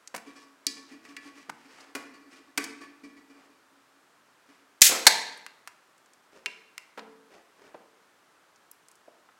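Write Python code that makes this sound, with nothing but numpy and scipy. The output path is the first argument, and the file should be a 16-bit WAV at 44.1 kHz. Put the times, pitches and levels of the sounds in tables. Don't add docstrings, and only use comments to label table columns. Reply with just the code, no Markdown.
import sys
import numpy as np
from scipy import signal
from scipy.fft import rfft, irfft, next_fast_len
from scipy.io import wavfile
from scipy.ndimage import uniform_filter1d

SR = 44100
rng = np.random.default_rng(int(sys.argv[2]) if len(sys.argv) > 2 else 0)


def int16_out(signal):
    q = np.round(np.clip(np.atleast_2d(signal).T, -1, 1) * 32767)
    wavfile.write(sys.argv[1], SR, q.astype(np.int16))


N = 414099
TIME_S = np.arange(N) / SR
BAND_LIMIT_HZ = 16000

# pitch_hz, level_db, t60_s
BOOM_MODES = [(279, 0, .21), (255, -10, .12), (338, -10, .18), (437, -11, .2)]
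# pitch_hz, level_db, t60_s
WALL_MODES = [(1125, -1, .25), (1165, -6, .2), (1745, -3, .26), (1938, 1, .16), (2230, -7, .16),
              (2350, -2, .16), (2430, -4, .17), (2830, -12, .15), (2920, -13, .14), (3310, -12, .16),
              (3950, -17, .15), (4140, -14, .15), (4430, -12, .16), (4660, -3, .15), (5210, -9, .17),
              (5950, -16, .14), (6790, -15, .12), (7780, -13, .12), (8690, -12, .12)]
# pitch_hz, level_db, t60_s
HOLLOW_MODES = [(183, -14, .8), (221, -12, .6), (280, -4, .55), (443, -3, .8), (495, -3, .22),
                (678, -3, .25), (985, -1, .25)]
# freq_hz, gain_db
SHELL_SPECTRUM = [(300, 0), (550, 1.5), (900, 0), (2400, 2), (3400, -5), (4600, 1), (9000, 3), (14000, -3)]
# freq_hz, density_db
RUB_SPECTRUM = [(60, -22), (160, -3), (380, 5), (800, 0), (2500, -1), (3700, -7), (5200, -3), (9000, -10),
                (15000, -26)]


def amp(db):
    return 10 ** (np.asarray(db) / 20)


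def unit_rms(x):
    return x / np.sqrt(np.mean(x ** 2) + 1e-20)


def curve_at(points, hz):
    freq_hz, value = np.transpose(points)
    return np.interp(np.log(hz + 1), np.log(freq_hz + 1), value)


def cascade(first, second):
    hz = np.geomspace(40, BAND_LIMIT_HZ, 120)
    return np.transpose([hz, curve_at(first, hz) + curve_at(second, hz)])


def contact_spectrum(centre_hz, below_db_oct, above_db_oct):
    octaves = np.array([-6, 0, 6])
    return np.transpose([centre_hz * 2. ** octaves, octaves * [below_db_oct, 0, -above_db_oct]])


def excited(modes, spectrum, selectivity):
    return [(hz, db + selectivity * curve_at(spectrum, hz), t60_s) for hz, db, t60_s in modes]


def add(mix, start_s, sound, room_db):
    part = mix[:, round(start_s * SR):][:, :len(sound)]
    part += np.outer([1, amp(room_db)], sound[:part.shape[1]])


def noise(spectrum, samples=N):
    size = next_fast_len(samples)
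    gain = amp(curve_at(spectrum, np.fft.rfftfreq(size, 1 / SR)))
    return unit_rms(irfft(rfft(rng.standard_normal(size)) * gain, size)[:samples])


def wander(smooth_samples, samples=N):
    return unit_rms(uniform_filter1d(rng.standard_normal(samples), smooth_samples))


def envelope(start_s, level_db, attack_s, hold_s, t60_s):
    t = TIME_S - start_s
    return np.clip(t / attack_s, 0, 1) * amp(level_db - 60 * np.maximum(t - attack_s - hold_s, 0) / t60_s)


def stream(level, spectrum, flutter_db, flutter_samples, room_db):
    sound = noise(spectrum) * level * amp(flutter_db * wander(flutter_samples))
    return np.outer([1, amp(room_db)], sound)


def burst(spectrum, level_db, t60_s, snap=0., rise_s=.0004, bass_hz=165, size=16384):
    t, hz = np.arange(size) / SR, abs(np.fft.fftfreq(size, 1 / SR))
    drive = rng.standard_normal(size) * amp(-60 * t / t60_s) * (1 - np.exp(-t / rise_s))
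    bins = np.fft.fft(drive + snap * np.linalg.norm(drive) * (t == 0))
    bins /= np.sqrt(uniform_filter1d(abs(bins) ** 2, size=257, mode="wrap"))
    radiation = hz ** 2 / np.hypot(hz ** 2, bass_hz ** 2)
    log_gain = np.log(amp(curve_at(spectrum, hz)) * radiation + 1e-5)
    causal_filter = np.exp(np.conj(signal.hilbert(log_gain)))
    sound = np.fft.ifft(bins * causal_filter).real[:size * 3 // 4]
    return amp(level_db) * sound * np.sqrt(.005 * SR / np.sum(sound ** 2))


def ring(modes, level_db, rise_s, waver_rad, scatter_db=2.5, detune=.006):
    hz, mode_db, t60_s = np.transpose(modes)[:, :, None]
    t = np.arange(SR * 3 // 4) / SR
    strength, pitch, phase = rng.standard_normal((3, len(modes), 1))
    waver = unit_rms(uniform_filter1d(rng.standard_normal((len(modes), len(t))), size=700, axis=1))
    gain = amp(mode_db + scatter_db * strength)
    angle_rad = 2 * np.pi * (hz * (1 + detune * pitch) * t + phase) + waver_rad * waver
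    waves = gain * amp(-60 * t / t60_s) * np.sin(angle_rad)
    return amp(level_db) * waves.sum(0) * (1 - np.exp(-t / rise_s)) * 2 / np.linalg.norm(gain)


def room_tone(level_db=-63.3):
    # freq_hz, density_db
    spectrum = [(20, -32), (50, -23), (100, -12), (200, -7), (320, -2), (520, -4), (900, -2), (1250, 0),
                (1650, -3), (2200, -8), (4000, -13), (8000, -17), (13000, -24), (16000, -28)]
    return amp(level_db) * noise(spectrum)


def finger_taps():
    # start_s, click_db, centre_hz, below_db_oct, above_db_oct, t60_s, boom_db, wall_db
    taps = [(.0745, -41, 6660, 6, 22, .02, -74, -72), (.1425, -34, 720, 13, 10, .025, -66, -62),
            (.1475, -31, 700, 18, 6, .04, -62, -56), (.1628, -36, 1900, 2, 3, .03, -60, -55),
            (.179, -42, 1630, 2, 7, .03, -66, -62), (.6672, -20, 4550, 16, 12, .016, -43, -34),
            (1.051, -47, 2360, 4, 10, .06, -63, -57), (1.1662, -37, 2050, 18, 9.5, .025, -57, -46),
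            (1.495, -38, 1000, 12, 8, .012, -70, -71), (1.4976, -33, 1000, 11, 8, .019, -63, -66),
            (1.806, -49, 5240, 2, 17, .05, -70, -70), (1.9512, -30, 1900, 2, 6, .05, -41, -43),
            (2.5758, -26, 2070, 7, 4, .016, -46, -48), (2.5788, -22, 2000, 7, 6.5, .025, -35, -37),
            (2.641, -33, 5520, 2, 9, .04, -51, -53)]
    mix = np.zeros((2, N))
    for start_s, click_db, centre_hz, below, above, t60_s, boom_db, wall_db in taps:
        contact = contact_spectrum(centre_hz, below, above)
        modes = excited(WALL_MODES, contact, selectivity=.8)
        room_db = -1.5 + .38 * (boom_db - click_db)
        add(mix, start_s, burst(cascade(contact, SHELL_SPECTRUM), click_db, t60_s, snap=.4), room_db)
        add(mix, start_s, ring(modes, wall_db, rise_s=.001, waver_rad=.4), room_db)
        add(mix, start_s, ring(BOOM_MODES, boom_db, rise_s=.003, waver_rad=.3), room_db=-5)
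    return mix


def hand_knocks(rise_s=.002):
    # start_s, thud_db, centre_hz, below_db_oct, above_db_oct, t60_s, hollow_db
    knocks = [(.141, -41, 230, 6, 5, .14, -66), (1.485, -46, 150, 22, 12, .09, -75),
              (1.953, -37, 450, 10, 6, .2, -62), (2.579, -40, 330, 14, 8, .14, -75),
              (6.461, -47, 430, 14, 16, .14, -62), (6.9742, -35, 1000, 5, 10, .09, -48),
              (7.7425, -38.5, 480, 13, 12, .07, -63), (9.076, -45, 560, 14, 20, .045, -78)]
    mix = np.zeros((2, N))
    for start_s, thud_db, centre_hz, below, above, t60_s, hollow_db in knocks:
        contact = contact_spectrum(centre_hz, below, above)
        add(mix, start_s, burst(contact, thud_db, t60_s, rise_s=rise_s), room_db=-7)
        add(mix, start_s, ring(HOLLOW_MODES, hollow_db, rise_s, waver_rad=.25), room_db=-4)
    return mix


def rubbing(grain_db=3, flutter_db=2, trim_db=-.5, slope_db_oct=3.5):
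    # start_s, length_s, relative_db, centre_hz
    slides = [(.24, .11, -61, 2400), (.34, .12, -60, 4500), (.87, .09, -61, 2400), (1.02, .13, -58, 2700),
              (1.2, .12, -58, 2400), (1.33, .13, -60, 2800), (1.5, .46, -60.5, 2000),
              (1.75, .13, -57, 1200), (2.29, .12, -59, 2800), (2.79, .09, -61, 2400), (3.32, .18, -64, 800),
              (4.44, .19, -66, 1500), (6.31, .1, -55, 460), (7.29, .12, -55.5, 440), (7.55, .17, -59, 440)]
    mix = np.zeros((2, N))
    for start_s, length_s, relative_db, centre_hz in slides:
        samples = round(length_s * SR)
        spectrum = cascade(RUB_SPECTRUM, contact_spectrum(centre_hz, slope_db_oct, slope_db_oct))
        grains = amp(grain_db * wander(70, samples) + flutter_db * wander(900, samples))
        swell = amp(relative_db + trim_db) * np.sin(np.pi * np.arange(samples) / samples)
        add(mix, start_s, swell * grains * noise(spectrum, samples), room_db=-4)
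    return mix


def grip_shifts(rise_s=.011, room_db=-5):
    # start_s, boom_db, wall_db
    grips = [(.264, -44, -50), (.355, -53, -50), (.762, -50, -48), (.912, -44, -51), (1.085, -49, -53),
             (1.25, -46, -50), (1.369, -53, -53), (2.135, -51, -52), (2.325, -54, -52), (2.808, -45, -45),
             (3.033, -42, -49), (3.165, -51, -56), (3.295, -53, -57), (4.485, -55, -60)]
    modes = excited(WALL_MODES, contact_spectrum(2400, 2.5, 2.5), selectivity=1)
    mix = np.zeros((2, N))
    for start_s, boom_db, wall_db in grips:
        add(mix, start_s, ring(BOOM_MODES, boom_db, rise_s, waver_rad=.4), room_db)
        add(mix, start_s, ring(modes, wall_db, rise_s, waver_rad=.5, scatter_db=4), room_db)
        scuff = burst(RUB_SPECTRUM, wall_db + 3, t60_s=.12)
        add(mix, start_s, scuff * (1 - np.exp(-TIME_S[:len(scuff)] / rise_s)), room_db)
    return mix


def sloshing(nudges=36, rate_hz=10, boom_db=-56, wall_db=-62, spread_db=2, rise_s=.011, room_db=-5):
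    turn_start_s, turn_end_s, settle_db_per_s = .7, 3.3, 22
    mix = np.zeros((2, N))
    for k, (jitter, strength) in enumerate(rng.uniform(-1, 1, (nudges, 2))):
        start_s = turn_start_s + (k + jitter / 2) / rate_hz
        gain_db = spread_db * strength - settle_db_per_s * max(start_s - turn_end_s, 0)
        add(mix, start_s, ring(BOOM_MODES, boom_db + gain_db, rise_s, waver_rad=.35), room_db)
        add(mix, start_s, ring(WALL_MODES, wall_db + gain_db, rise_s, waver_rad=.4), room_db)
    return mix


def lid_clicks(hard_click_db=-25, hard_ring_db=-40, ring_growth=1.4, room_db=-11.5):
    # start_s, click_db,
    # centre_hz, below_db_oct, above_db_oct, t60_s
    clicks = [(4.811, -40, 5500, 6, 5, .06), (5.055, -37, 1510, 9, 5, .015),
              (5.375, -54, 8800, 24, 20, .05), (5.4645, -38, 1460, 13, 7, .015),
              (5.675, -38, 1200, 13, 5.5, .025), (5.98, -64, 8000, 6, 16, .02),
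              (6.06, -62, 7000, 6, 16, .02), (6.135, -58, 7000, 6, 16, .02),
              (6.46, -24.5, 2700, 12, 14, .024), (6.7798, -35, 1870, 15, 7, .009),
              (6.9935, -42, 4050, 2, 25, .025), (8.56, -60, 6370, 8, 25, .03),
              (8.7142, -47, 12000, 13, 2, .003), (8.7157, -47, 12000, 12, 3, .007),
              (8.8848, -53, 8500, 7, 16, .023), (8.915, -56, 8000, 8, 12, .025),
              (8.955, -60, 8000, 8, 12, .025), (9.289, -53, 1270, 10, 18, .05)]
    # pitch_hz, level_db, t60_s
    lid_modes = [(985, -2, .22), (2080, -7, .14), (2270, -6, .14), (2480, -6, .08), (2610, 0, .09),
                 (2730, 0, .2), (2820, -5, .16), (5100, -5, .15), (5700, -8, .14), (10300, -14, .08)]
    mix = np.zeros((2, N))
    for start_s, click_db, centre_hz, below, above, t60_s in clicks:
        contact = contact_spectrum(centre_hz, below, above)
        click = burst(cascade(contact, SHELL_SPECTRUM), click_db, t60_s, snap=.9, rise_s=.0005)
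        add(mix, start_s, click, room_db)
        modes = excited(lid_modes, contact, selectivity=.7)
        ring_db = hard_ring_db + ring_growth * (click_db - hard_click_db)
        add(mix, start_s, ring(modes, ring_db, rise_s=.0005, waver_rad=.25), room_db)
    return mix


def gas_hiss(start_s=4.8165):
    # freq_hz, density_db
    spectrum = [(100, -32), (450, -21), (1100, -21), (1450, -16), (1900, -6), (2700, -6), (3800, -2),
                (5300, -3), (7200, 2), (9300, -6), (11700, -2), (13000, -8), (16000, -11)]
    rush = envelope(start_s, level_db=-15.3, attack_s=.005, hold_s=.052, t60_s=.105)
    fizz = envelope(start_s, level_db=-44, attack_s=.005, hold_s=0, t60_s=1.1)
    return stream(rush + fizz, spectrum, flutter_db=1, flutter_samples=90, room_db=-6)


def seal_crack(start_s=4.8176):
    # freq_hz, density_db
    spectrum = [(100, -42), (500, -26), (1200, -24), (2000, -6), (3000, -8), (4500, -3), (7000, 0),
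                (9500, -9), (16000, -17)]
    mix = np.zeros((2, N))
    add(mix, start_s, burst(spectrum, level_db=0, t60_s=.027), room_db=-12)
    return mix


def score_tear():
    # start_s, level_db
    jerks = [(4.889, -34), (4.911, -28), (4.943, -35)]
    # freq_hz, density_db
    spectrum = [(80, -32), (190, -15), (300, -2), (450, 1), (900, -5), (1350, -3), (1800, -8), (4000, -12),
                (9000, -25)]
    levels = [envelope(start_s, db, attack_s=.005, hold_s=.006, t60_s=.16) for start_s, db in jerks]
    return stream(np.max(levels, axis=0), spectrum, flutter_db=2.5, flutter_samples=120, room_db=-5)


def flap_snap(start_s=5.0671):
    # freq_hz, density_db
    spectrum = [(160, -27), (300, -21), (520, -11), (740, -1), (950, -4), (1250, -8), (1850, -1),
                (2350, -4), (2900, -11), (3700, -2), (4280, 3), (5200, -6), (6500, -5.5), (10000, -12),
                (16000, -21)]
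    mix = np.zeros((2, N))
    add(mix, start_s, burst(spectrum, level_db=1, t60_s=.044), room_db=-11.5)
    add(mix, start_s, ring(HOLLOW_MODES, level_db=-45, rise_s=.004, waver_rad=.25), room_db=-4)
    return mix


def kitchen_reverb(send, build_s=.008):
    # freq_hz, t60_s
    decay = [(150, .9), (280, .95), (700, .68), (1500, .74), (4000, .64), (7000, .53), (11000, .43),
             (16000, .33)]
    # freq_hz, relative_db
    spectrum = [(100, -4), (300, 1), (1000, .5), (2000, .5), (4000, -1.5), (8000, -2.5), (16000, -6)]
    build_up = 1 - np.exp(-(TIME_S[:SR] / build_s) ** 2)
    reflections = rng.standard_normal(SR) * (rng.random(SR) < .2) * build_up
    hz, t, bands = signal.stft(reflections, SR, nperseg=256)
    bands *= amp(-60 * t / curve_at(decay, hz)[:, None] + curve_at(spectrum, hz)[:, None])
    tail = signal.istft(bands, SR, nperseg=256)[1]
    mid_gain = np.sqrt(np.mean(abs(rfft(tail, SR)[500:5000]) ** 2))
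    return signal.fftconvolve(send, tail / mid_gain)[:N]


def scene():
    handling = finger_taps() + grip_shifts() + sloshing() + rubbing()
    opening = gas_hiss() + score_tear() + seal_crack() + flap_snap()
    direct, send = handling + opening + lid_clicks() + hand_knocks()
    sound = direct + kitchen_reverb(send) + room_tone()
    return np.array([sound, sound])


def record(dry, ceiling=.88, low_cut_hz=70):
    clipped = dry / (1 + (dry / ceiling) ** 4) ** (1 / 4)
    thinned = signal.lfilter(*signal.butter(1, low_cut_hz, "high", fs=SR), clipped)
    low_pass = signal.firwin(511, BAND_LIMIT_HZ, window=("kaiser", 9), fs=SR)
    return signal.oaconvolve(thinned, low_pass[None], "same", axes=1)


dry = scene()
out = record(dry)
int16_out(out)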